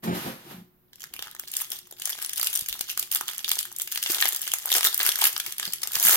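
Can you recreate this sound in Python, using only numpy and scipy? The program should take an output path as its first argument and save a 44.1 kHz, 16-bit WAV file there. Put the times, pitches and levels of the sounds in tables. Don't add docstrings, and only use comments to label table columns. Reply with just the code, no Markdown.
import sys
import numpy as np
from scipy import signal
from scipy.fft import rfft, irfft
from scipy.io import wavfile
from scipy.ndimage import uniform_filter1d

SR = 44100
rng = np.random.default_rng(int(sys.argv[2]) if len(sys.argv) > 2 else 0)


def waveform_to_disk(signal):
    frames = np.transpose(np.atleast_2d(signal))
    scaled = np.clip(frames, -1, 1) * 32767
    samples = np.round(scaled).astype(np.int16)
    wavfile.write(sys.argv[1], SR, samples)


def boost_factor(decibels):
    exponent = np.asarray(decibels, float) / 20
    return 10 ** exponent


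N = 271656
GRAIN = 512
SNAP_PAN_DB = 2


# (t/s, peak level/dB, deep part level/dB, middle
# part level/dB)
SNAPS = [(0.9328, -45, 0, 7), (0.958, -40.5, -29, -4), (1.007, -31.5, -19, -14), (1.04, -27, -4, -7),
         (1.1388, -26, -12, -3.5), (1.193, -30.5, -1, 4), (1.225, -25, -5, 0.5), (1.273, -38.5, 5, -1),
         (1.3132, -32.5, -22, -8), (1.35, -31, -3, -13), (1.397, -19.5, -8.5, -16.5),
         (1.477, -35, -27, 6), (1.483, -27.5, -36, -12), (1.5173, -24, -28, -19),
         (1.539, -20.5, -17, -6.5), (1.568, -11.5, -53, -12), (1.619, -18.5, -16, -20),
         (1.704, -25.5, -23, -26.5), (1.719, -18, -22, -4), (1.789, -30, -27, -5), (1.872, -39, -6, -18),
         (1.912, -31, -8.5, -15), (1.999, -27, -6.5, -14), (2.0204, -24.5, -16, 1.5),
         (2.056, -13, -29, -9.5), (2.0752, -25, -19, -9), (2.095, -19, -16, -10), (2.1044, -23, -37, -7),
           (2.189, -32, 0, -2), (2.2194, -26.5, -9.5, -4.5), (2.248, -20, -18, -3),
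           (2.2951, -20.5, -14, -6.5), (2.334, -20, -22, -6), (2.366, -30, -49, 2),
           (2.3797, -17.5, -27, -4), (2.3981, -16.5, -4, -17), (2.4306, -12.5, -15, -12),
           (2.445, -17.5, -35, -10), (2.4717, -13, -13, -5), (2.531, -17.5, -13.5, -13),
           (2.559, -11.5, -31, -15), (2.5747, -15.5, -26, -13), (2.5926, -18, -29, -10),
           (2.6107, -20.5, -14, -11), (2.6871, -17, -19, -9.5), (2.6957, -21.5, -20, -4),
           (2.7278, -22, -17.5, 3), (2.793, -22.5, -16, -13.5), (2.8103, -15, -18, -4),
           (2.8959, -28.5, -8.5, 4),
         (2.976, -15, -6, -12.5), (2.9955, -11.5, -26, -17), (3.0279, -20.5, -9.5, -5),
           (3.116, -16, -35, -5.5), (3.1245, -17, -27, -16), (3.149, -10.5, -40, -23),
           (3.158, -15, -12, -3), (3.211, -18, -0.5, -12), (3.2817, -18, -13, -4),
           (3.3813, -18.5, -25, -22), (3.3923, -30.5, -8.5, 5), (3.4458, -25, -14, 12),
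           (3.48, -23.5, -10, 1), (3.4925, -14, -26, -10), (3.5161, -9, -14, -5), (3.5557, -21, -23, -5),
           (3.59, -13.5, -26.5, -2.5), (3.727, -27, -32, -33), (3.764, -22, -48, -15),
           (3.786, -19, -44, -30), (3.7988, -23.5, -12, -1.5), (3.8189, -12.5, -45, -20),
           (3.8759, -24.5, -14, -2), (3.923, -17, -18.5, -6), (3.959, -20, -13, 0.5),
           (3.976, -19.5, -6.5, 2),
         (4.0285, -15, -19.5, -4.5), (4.038, -17.5, -33, -3), (4.0624, -24, -5, 11),
           (4.102, -17.5, -16, -1), (4.119, -13.5, -28, -13), (4.147, -16.5, -34, 2), (4.185, -26, 4.5, 6),
           (4.2042, -22, -17, 8), (4.213, -10, -19, -21), (4.225, -16.5, -1.5, 8.5), (4.256, -14, -3, 0.5),
           (4.289, -10.5, -25, -35), (4.331, -18, -22, -20), (4.3482, -17.5, -15, -13),
           (4.3625, -14.5, -23, -18), (4.4171, -16, -50, -18), (4.478, -18.5, -8, -6),
           (4.518, -17.5, -19, -1.5), (4.5375, -8.5, -13, -11.5), (4.5858, -21.5, -22, -12),
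           (4.6586, -14.5, -26, -38), (4.691, -27.5, -11, 5), (4.7272, -13.5, -9, 2.5), (4.74, -9, -24, -8),
           (4.7524, -19.5, -2.5, 10.5), (4.7825, -14, -14, -1), (4.831, -18.5, -4, 4),
           (4.8445, -9, -28, -13), (4.945, -11, -29, -16), (4.9782, -10.5, -27, -27),
         (5.0029, -23.5, 8, 9), (5.031, -9, -28, -32), (5.0513, -15, -10, -12), (5.0735, -12.5, -33, -12),
           (5.1186, -18.5, -15, 3), (5.188, -18, -34, -28), (5.2173, -15.5, -8.5, 4),
           (5.241, -8, -13, -1.5), (5.2741, -14.5, -17, -6), (5.3294, -18.5, -34, -33),
           (5.365, -22.5, -0.5, 7), (5.3788, -18, -27, -18), (5.401, -15.5, -13, -3), (5.4641, -22, -8, -1),
           (5.524, -21, -15, -8), (5.583, -19.5, -17, -8.5), (5.598, -17, -12.5, -3),
           (5.6293, -24, -5.5, 5), (5.6538, -24, -49, 13.5), (5.7354, -14, -16, -10), (5.819, -25, -27, -7),
           (5.834, -15, -14, -3), (5.874, -17.5, -10.5, -12), (5.9198, -22, -21, -8),
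           (5.934, -21, -36, -21), (5.955, -12.5, -21, 0), (5.999, -12, -31, -14), (6.07, -6, -12, -14),
           (6.0949, -5.5, -1.5, -16), (6.1108, -6, -27, -11.5)]


def snaps():
    rows = np.transpose(SNAPS)
    pan_db = SNAP_PAN_DB + rng.standard_normal(rows.shape[1])
    return creases(*rows, pan_db, fade_s=0.0015, sparse=0.45, patchy_db=2.0)


def swarm():
    when, size, side = rng.random((3000, 3)).T
    t = np.arange(.88, N / SR, .002)
    crowding = .2
    rate = boost_factor(2 * crowding * squeezing(t)[0])
    when = np.interp(when, np.cumsum(rate) / rate.sum(), t)
    swarm_db, deep_db = squeezing(when)
    share_db = swarm_db - 10 * np.log10(np.interp(when, t, rate) / rate.mean())
    db = share_db - 5.0 - 3.48 * np.log(size + 0.039)
    middle_db = -4.5 - 0.3123 * (swarm_db + 35.5)
    deep_own, middle_own = 2.87 * rng.standard_normal((len(when), 2)).T
    pan_db = 8 * (side - .5)
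    return creases(when, db, deep_db + deep_own, middle_db + middle_own, pan_db,
                   fade_s=0.00072, sparse=0.65, patchy_db=6.5)


# (peak t/s, level/dB, rise t/s, die-away t/s, deep
# part level/dB)
SQUEEZES = [(1.033, -43, 0.057, 0.065, -11), (1.16, -50, 0.065, .3, -3.5), (1.24, -45, .09, .12, -2),
            (1.41, -59.5, 0.093, 0.24, 9), (1.611, -30.5, 0.15, 0.062, -13), (1.731, -34.5, 0.074, 0.1, -11),
            (2.065, -33.5, .1, 0.29, -10.5), (2.241, -36, 0.17, 0.076, -10), (2.46, -26, 0.14, 0.069, -14),
            (2.567, -34.5, 0.15, 0.14, -10), (2.76, -41, 0.41, 0.22, -12), (2.905, -30, 0.049, 0.038, -13.5),
            (2.987, -31.5, 0.038, 0.083, -15), (3.122, -31, 0.021, 0.13, -11.5), (3.3, -35.5, .06, .25, -11),
            (3.525, -33, 0.13, .2, -12.5), (3.807, -35.5, 0.055, 0.077, -13.5),
            (3.922, -34.5, 0.03, 0.37, -17),
            (4.111, -23.5, 0.093, 0.14, -12.5), (4.23, -28.5, 0.17, 0.23, -8.5), (4.43, -33.5, .1, .45, -14),
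        (4.722, -27, .05, 0.095, -47), (4.772, -17.5, .12, .04, -6.5), (4.858, -14, 0.034, 0.043, -9.5),
        (5.075, -24, 0.18, 0.11, -7), (5.255, -16, 0.096, 0.044, -10.5), (5.471, -36, .4, 0.15, -11.5),
        (5.668, -30, 0.071, 0.05, -7.5), (5.744, -39, 0.095, 0.073, -13), (5.838, -39, 0.035, 0.069, -4),
        (5.953, -26, 0.064, 0.22, -13), (6.062, -14.5, 0.094, 0.69, -12), (6.15, -21, 0.17, .3, 10)]


def squeezing(t):
    s, db, rise, fall, deep_db = np.transpose(SQUEEZES)[:, :, None]
    swell_db = 20
    away = np.where(t < s, (s - t) / rise, (t - s) / fall)
    power = boost_factor(2 * (db - swell_db * away))
    total = power.sum(axis=0)
    return 10 * np.log10(total), (power * deep_db).sum(axis=0) / total


# (t/s, peak level/dB, deep part level/dB, middle
# part level/dB)
TICKS = [(0.9982, -39, -26, -12), (1.0197, -30.5, -22, -7), (1.165, -31.5, -18, 1),
         (1.6113, -20, -20, -22), (1.6165, -23.5, -5.5, -19), (1.9252, -30.5, -10, -11),
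         (2.101, -21, -20, -13), (2.1239, -28.5, -36, -2), (2.13, -29, -28, 9),
         (2.2251, -19, -19, -17), (2.232, -26, -40, -14), (2.262, -21, -21, -15),
         (2.36, -24, -32, -17), (2.3744, -22, -15.5, -4), (2.4138, -17, -35, -3),
         (2.5003, -24, -20, -10), (2.5344, -22, -16, -6), (2.5403, -18, -34, -29),
         (2.5542, -14, -24, -11.5), (2.5652, -26, -7, -3), (2.6617, -24.5, -26, -4),
         (2.7016, -23, -25, -24), (2.7316, -29, -21, -2), (2.7408, -27, -29, -12), (2.9, -22, -20, 4),
         (2.915, -26, -19, -12), (3.1369, -22, -33, -16), (3.1614, -15, -17, -8),
         (3.171, -19, -26, -23), (3.2888, -26, -7.5, 9), (3.349, -31, -18, -7),
         (3.486, -21.5, -19, -5), (3.5041, -23, -22, 1), (3.5327, -17, -26, -14),
         (3.586, -26.5, -20, 7), (3.6037, -22, -25, -15), (3.61, -20, -24, -12),
         (3.6294, -23, -17.5, -6),
         (3.6535, -26, -12, -10), (3.717, -33.5, -12, -8), (3.768, -31, -31, -23),
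                (3.812, -27, -26, -4), (3.8586, -35, -30, -25), (3.9176, -25, -9, -1),
                (3.9283, -25, -38, -20), (3.9497, -23, -31, -10), (4.072, -22, -24, -19),
                (4.107, -15, -12, -24), (4.137, -27, -3, 0), (4.157, -26, -15, -8), (4.162, -36, -22, -8),
                (4.22, -25, -6, -6), (4.2437, -19, -25, -19), (4.2625, -28, -6, 13), (4.274, -21, -7, 0),
                (4.2825, -15, -21, -19), (4.324, -22.5, -24, 0), (4.37, -26, -23, -5),
                (4.4228, -24, -36, -14), (4.447, -29, -21, -28), (4.47, -27, 2.5, -2),
                (4.704, -18.5, -20, -1), (4.7181, -15.5, -12, 6), (4.7317, -26, -8, -5),
                (4.765, -12.5, -14, -13), (4.809, -16, -4, -4), (4.8496, -10, -2.5, -4),
                (4.8705, -13, -5, 2), (4.8857, -33, -15, -2), (4.9288, -19, -9, -8),
                (4.993, -18.5, -17, -10), (5.006, -25.5, -7, 8), (5.0122, -19.5, -4, 6.5),
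         (5.018, -32, -12, 10), (5.0572, -19.5, -4, 1), (5.0647, -11, -8.5, -4), (5.078, -25, -16, -5),
              (5.083, -16, -23, -13), (5.091, -11, -15.5, 0), (5.098, -29, -16, 3), (5.122, -17.5, -18, -8),
              (5.1575, -18.5, -10.5, 1.5), (5.169, -33, -13, -3), (5.2143, -18.5, -27, 4),
              (5.222, -18, -3, -9), (5.231, -23, -8, 9.5), (5.2544, -10.5, -9, -3), (5.2687, -13, -10, -13),
              (5.469, -27, -14, -10), (5.4765, -32, -28, -3), (5.4821, -30, -16, -11),
              (5.496, -37, -17, -16), (5.678, -30, -17, 10), (5.725, -27.5, -39, 2),
              (5.7593, -30, -31, -19), (5.838, -24, -8, -7), (5.9634, -25, -1, -7), (5.9864, -15, -21, -13),
              (6.028, -7, -30, -21), (6.0373, -14, -26.5, -16.5), (6.0422, -12, -20, -15),
              (6.047, -17, -20, -27), (6.051, -6, -39, -19), (6.062, -8, -27, -23), (6.067, -13, -9, -24),
              (6.085, -6, -15, -18), (6.101, -12, -29, -20), (6.117, -11, -25, -23), (6.125, -6, -27, -18),
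              (6.134, -12, -25, -22), (6.143, -10.5, -23, -21)]


def separate_ticks():
    return ticks(TICKS)


# (t/s, peak level/dB, deep
# part level/dB, middle part level/dB)
MORE_TICKS = [
    (1.365, -44, 10, 6),
    (1.437, -40.5, 6, -6),
]


def more_ticks():
    return ticks(MORE_TICKS)


def ticks(table):
    rows = np.transpose(table)
    pan_db = SNAP_PAN_DB + rng.standard_normal(rows.shape[1])
    return creases(*rows, pan_db, fade_s=0.0012, sparse=0.65, patchy_db=6.5)


# (f/Hz, level/dB)
FILM = [(130, -39), (450, -18), (1100, -9), (1800, -1.5), (2400, -1.5), (3250, 6.5), (4000, 2), (6500, 4.5),
        (15000, 0)]
# (t/s, left over right level/dB)
HANDS_PAN = [
    (1.2, -2.5),
    (1.75, 0),
    (2.25, 0.5),
    (3.2, -3),
    (4.2, 0.7),
    (4.75, -0.5),
    (5.5, -0.5),
]


def creases(s, db, deep_db, middle_db, pan_db, fade_s, sparse, patchy_db):
    peak_s = .003
    t, hz = np.arange(GRAIN) / SR - peak_s, np.fft.rfftfreq(GRAIN, 1 / SR)
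    chance = rng.standard_normal((len(s), 4, GRAIN))
    fade = fade_s * np.exp(.3 * chance[:, 3, :1])
    away = np.where(t < 0, -1.07 * t, t)
    slips = np.exp(sparse * chance[:, 2] - away / fade)
    slips *= 1 + 1.24 * np.exp(-np.abs(t) / 0.0002)
    burst = apart(slips * chance[:, :2].transpose(1, 0, 2), alike_hz=4100)
    patch = uniform_filter1d(uniform_filter1d(chance[:, 3, :len(hz)], size=11), size=11)
    colour = curve(FILM, hz) + patchy_db * unit(patch)
    deep = 1 / (1 + (hz / 2000) ** 4)
    high = 1 / (1 + (5500 / (hz + 1)) ** 6)
    parts = np.array([deep, 1 - deep - high, high])
    power = (np.abs(rfft(burst)) ** 2).mean(axis=0) * boost_factor(2 * colour)
    given_db = 10 * np.log10(power @ parts.T / GRAIN)
    wanted_db = db[:, None] + np.c_[deep_db - 1.1, middle_db - .6, 0 * db] + 12.5
    grains = causal(burst, colour + (wanted_db - given_db) @ parts)
    pan_db = pan_db + np.interp(s, *np.transpose(HANDS_PAN))
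    start = np.round((s - peak_s) * SR).astype(int)
    at = (start[:, None] + np.arange(GRAIN)).ravel()
    ports = []
    for grain, side in zip(grains, (1, -1)):
        panned = grain * boost_factor(side * pan_db / 2)[:, None]
        ports.append(np.bincount(at, panned.ravel(), N + GRAIN)[:N])
    return np.array(ports)


# (t/s, peak level/dB, f/Hz, 60 dB fade t/s)
POPS = [
    (1.26, -49, 865, 0.025),
    (1.27, -29.5, 1500, 0.007),
    (4.134, -32, 1300, .018),
    (4.223, -15.5, 1800, 0.024),
    (5.627, -27, 1680, .015),
]


def pops():
    return knocks(POPS)


# (t/s, peak level/dB, f/Hz, 60 dB fade t/s)
BUMPS = [
    (0.263, -37, 523, 0.2),
    (.447, -52.5, 350, 0.21),
    (.542, -41, 179, 0.29),
    (2.622, -42, 120, 0.018),
    (2.704, -55.5, 45.4, 0.16),
    (2.809, -28, 696, 0.0028),
    (3.001, -56, 82.7, 0.11),
    (4.099, -31.5, 335, 0.023),
    (5.674, -42.5, 180, 0.067),
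    (6.048, -43, 200.5, 0.11),
]


def bumps():
    return knocks(BUMPS)


def knocks(table):
    out, t = np.zeros(N + SR), np.arange(SR // 2) / SR
    grown = np.minimum(t / .02, 1)
    for s, db, hz, t60 in table:
        drift = rng.standard_normal((2, len(t)))
        size, phase = [unit(uniform_filter1d(uniform_filter1d(v, size=300), size=300)) for v in drift]
        ring = np.sin(2 * np.pi * hz * t + 0.47 * grown * phase) * boost_factor(5.5 * grown * size)
        ring *= np.exp(-np.log(1000) * t / max(t60, .002))
        ring *= 1 - np.exp(-t / min(0.036 * t60, .004))
        out[int(s * SR):][:len(t)] += boost_factor(db - 0.5) * ring
    return out[:N]


def card_stack(near):
    hum = signal.lfilter(*signal.iirpeak(357, 8, fs=SR), near)
    return boost_factor(0.5) * hum * (np.arange(N) > SR)


# (t/s, desk shake level/dB, scrape level/dB)
PUSH = [
    (0.023, -67, -68),
    (0.039, -48.5, -41.5),
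    (0.08, -33.5, -50),
    (.12, -32.5, -61),
    (.15, -37, -41.5),
    (.21, -47.5, -43.5),
    (0.283, -40.5, -44),
    (.372, -56.5, -56.5),
    (.434, -62.5, -59),
]
NUDGE = [
    (.495, -60, -54.5),
    (.515, -49, -50),
    (.555, -51.5, -57),
    (.6, -63.5, -63.5),
    (.75, -93, -99),
]
# (f/Hz, width f/Hz, level/dB)
DESK = [(147.4, 16, 4.5), (180, 5.4, 7), (222.5, 6.5, 6.5), (260, 30, 4), (300, 40, -2), (347, 33, 2),
        (523, 180, 0), (755, 420, -3), (1370, 460, -8.5)]
# (f/Hz, level/dB)
MAT = [(290, -47), (500, -28), (994, -26), (3210, -25), (7820, -32), (12700, -29.5), (15800, -34.5)]


def slide():
    ts, shake_db, scrape_db = np.transpose(PUSH + NUDGE)
    t = np.arange(N) / SR
    rough = rng.standard_normal(N) * boost_factor(2.5 * unit(uniform_filter1d(rng.standard_normal(N), size=600)))
    push_db = np.clip(np.interp(t, ts, shake_db) + 38, 0, None)
    desk = np.zeros(N)
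    for hz, width, db in DESK:
        mode = signal.lfilter(*signal.iirpeak(hz, hz / width, fs=SR), rough)
        tilt_db = 0.28 * push_db * np.log2(hz / 250)
        desk += boost_factor(db + tilt_db) / np.sqrt(width) * mode
    desk = signal.lfilter(*signal.butter(2, 70, "high", fs=SR), desk)
    shake = unit(desk) * boost_factor(np.interp(t, ts, shake_db, left=-120, right=-120))
    scrape = boost_factor(np.interp(t, ts, scrape_db, left=-120, right=-120) + 4.5)
    return from_left(shake) + stereo_noise(MAT, alike_hz=690) * scrape


def from_left(x):
    lag = 12
    return np.array([x, np.r_[np.zeros(lag), x[:-lag]]])


# (t/s, rumble level/dB, half length t/s)
WRISTS = [
    (1.164, -69.5, 0.12),
    (2.718, -72, 0.093),
    (2.99, -69, 0.064),
    (5.973, -64, 0.069),
]


def wrists():
    t, top_hz = np.arange(N) / SR, 169
    band = signal.butter(1, [top_hz / 3, top_hz], "band", fs=SR)
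    rumble = signal.lfilter(*band, rng.standard_normal(N))
    shake = boost_factor(5.8 * unit(uniform_filter1d(rng.standard_normal(N), size=900)))
    rubs = sum(boost_factor(db) * np.exp(-((t - s) / half) ** 2) for s, db, half in WRISTS)
    return unit(rumble * shake) * rubs


def room(near):
    t = np.arange(SR // 2) / SR
    early_t60_s, late_t60_s, late_db = 0.1, 0.45, -8
    fade = boost_factor(-60 * t / early_t60_s) + boost_factor(late_db - 60 * t / late_t60_s)
    wash = rng.standard_normal((2, len(t))) * fade * (1 - np.exp(-t / 0.00071))
    wash = signal.lfilter(*signal.butter(1, 11900, fs=SR), apart(wash, alike_hz=1210))
    wash = signal.lfilter(*signal.butter(1, 700, "high", fs=SR), wash)
    wash *= boost_factor(-5.5) / np.sqrt(np.sum(wash ** 2) / 2)
    return signal.fftconvolve(near.mean(axis=0, keepdims=True), wash, axes=1)[:, :N]


# (f/Hz, level/dB)
AIR = [(30, -13), (60, -12), (85, -19), (125, -9.5), (200, -10.5), (300, -16.5), (420, -22), (600, -26),
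       (1700, -29), (8600, -38.5), (15200, -22.5), (16500, -22)]
# (f/Hz, level/dB)
HUM = [(120, -85.5), (360.5, -80), (15418, -85)]


def background():
    t = np.arange(N) / SR
    wobble = boost_factor(4.9 * unit(uniform_filter1d(rng.standard_normal(N), size=2000)))
    hum = wobble * sum(np.sqrt(2) * boost_factor(db) * np.sin(2 * np.pi * hz * t) for hz, db in HUM)
    return stereo_noise(AIR, alike_hz=300) * boost_factor(-66) + hum


def stereo_noise(spectrum, alike_hz):
    hz = np.fft.rfftfreq(N, 1 / SR)
    noise = irfft(rfft(rng.standard_normal((2, N))) * boost_factor(curve(spectrum, hz)), N)
    return unit(apart(noise, alike_hz))


def apart(pair, alike_hz):
    hz = np.fft.rfftfreq(pair.shape[-1], 1 / SR)
    mid, side = rfft(pair[0]), rfft(pair[1]) * hz / np.hypot(hz, alike_hz)
    return irfft([mid + side, mid - side], pair.shape[-1])


def curve(table, hz):
    f, v = np.transpose(table)
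    return np.interp(np.log(hz + 1), np.log(f + 1), v)


def causal(x, db):
    cep = irfft(db * np.log(10) / 20)
    half = cep.shape[-1] // 2
    cep[..., 1:half] *= 2
    cep[..., half + 1:] = 0
    return irfft(rfft(x) * np.exp(rfft(cep)), x.shape[-1])


def unit(x):
    return x / np.sqrt(np.mean(x ** 2))


def scene():
    near = snaps() + swarm() + separate_ticks() + pops() + bumps() + slide()
    near = near + card_stack(near)
    return near + room(near) + more_ticks() + wrists() + background()


def roll_off(x):
    return signal.sosfilt(signal.butter(12, 17000, fs=SR, output="sos"), x)


# (f/Hz, left level/dB, right level/dB)
PORTS = [(990, 5.5, 6), (2680, 1, 1.5), (7700, -2, 0), (8810, 4, -25), (9750, 3.5, -8.5), (12870, 4, 9.5),
         (17900, -1, -10.5)]


def record(dry):
    dry = np.pad(dry, ((0, 0), (0, GRAIN)))
    hz = np.fft.rfftfreq(N + GRAIN, 1 / SR)
    f, *port_db = np.transpose(PORTS)
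    coloured = causal(dry, np.array([np.interp(hz, f, db) for db in port_db]))
    right_lag, limit = 4.9, .9
    late = np.exp(-2j * np.pi * hz * right_lag / SR)
    ports = irfft(rfft(coloured) * [np.ones_like(late), late], N + GRAIN)[:, :N]
    rounded = limit * np.tanh(ports / limit)
    mix = signal.sosfilt(signal.ellip(9, .3, 50, 15900, fs=SR, output="sos"), rounded)
    return roll_off(mix)


dry = scene()
out = record(dry)
waveform_to_disk(out)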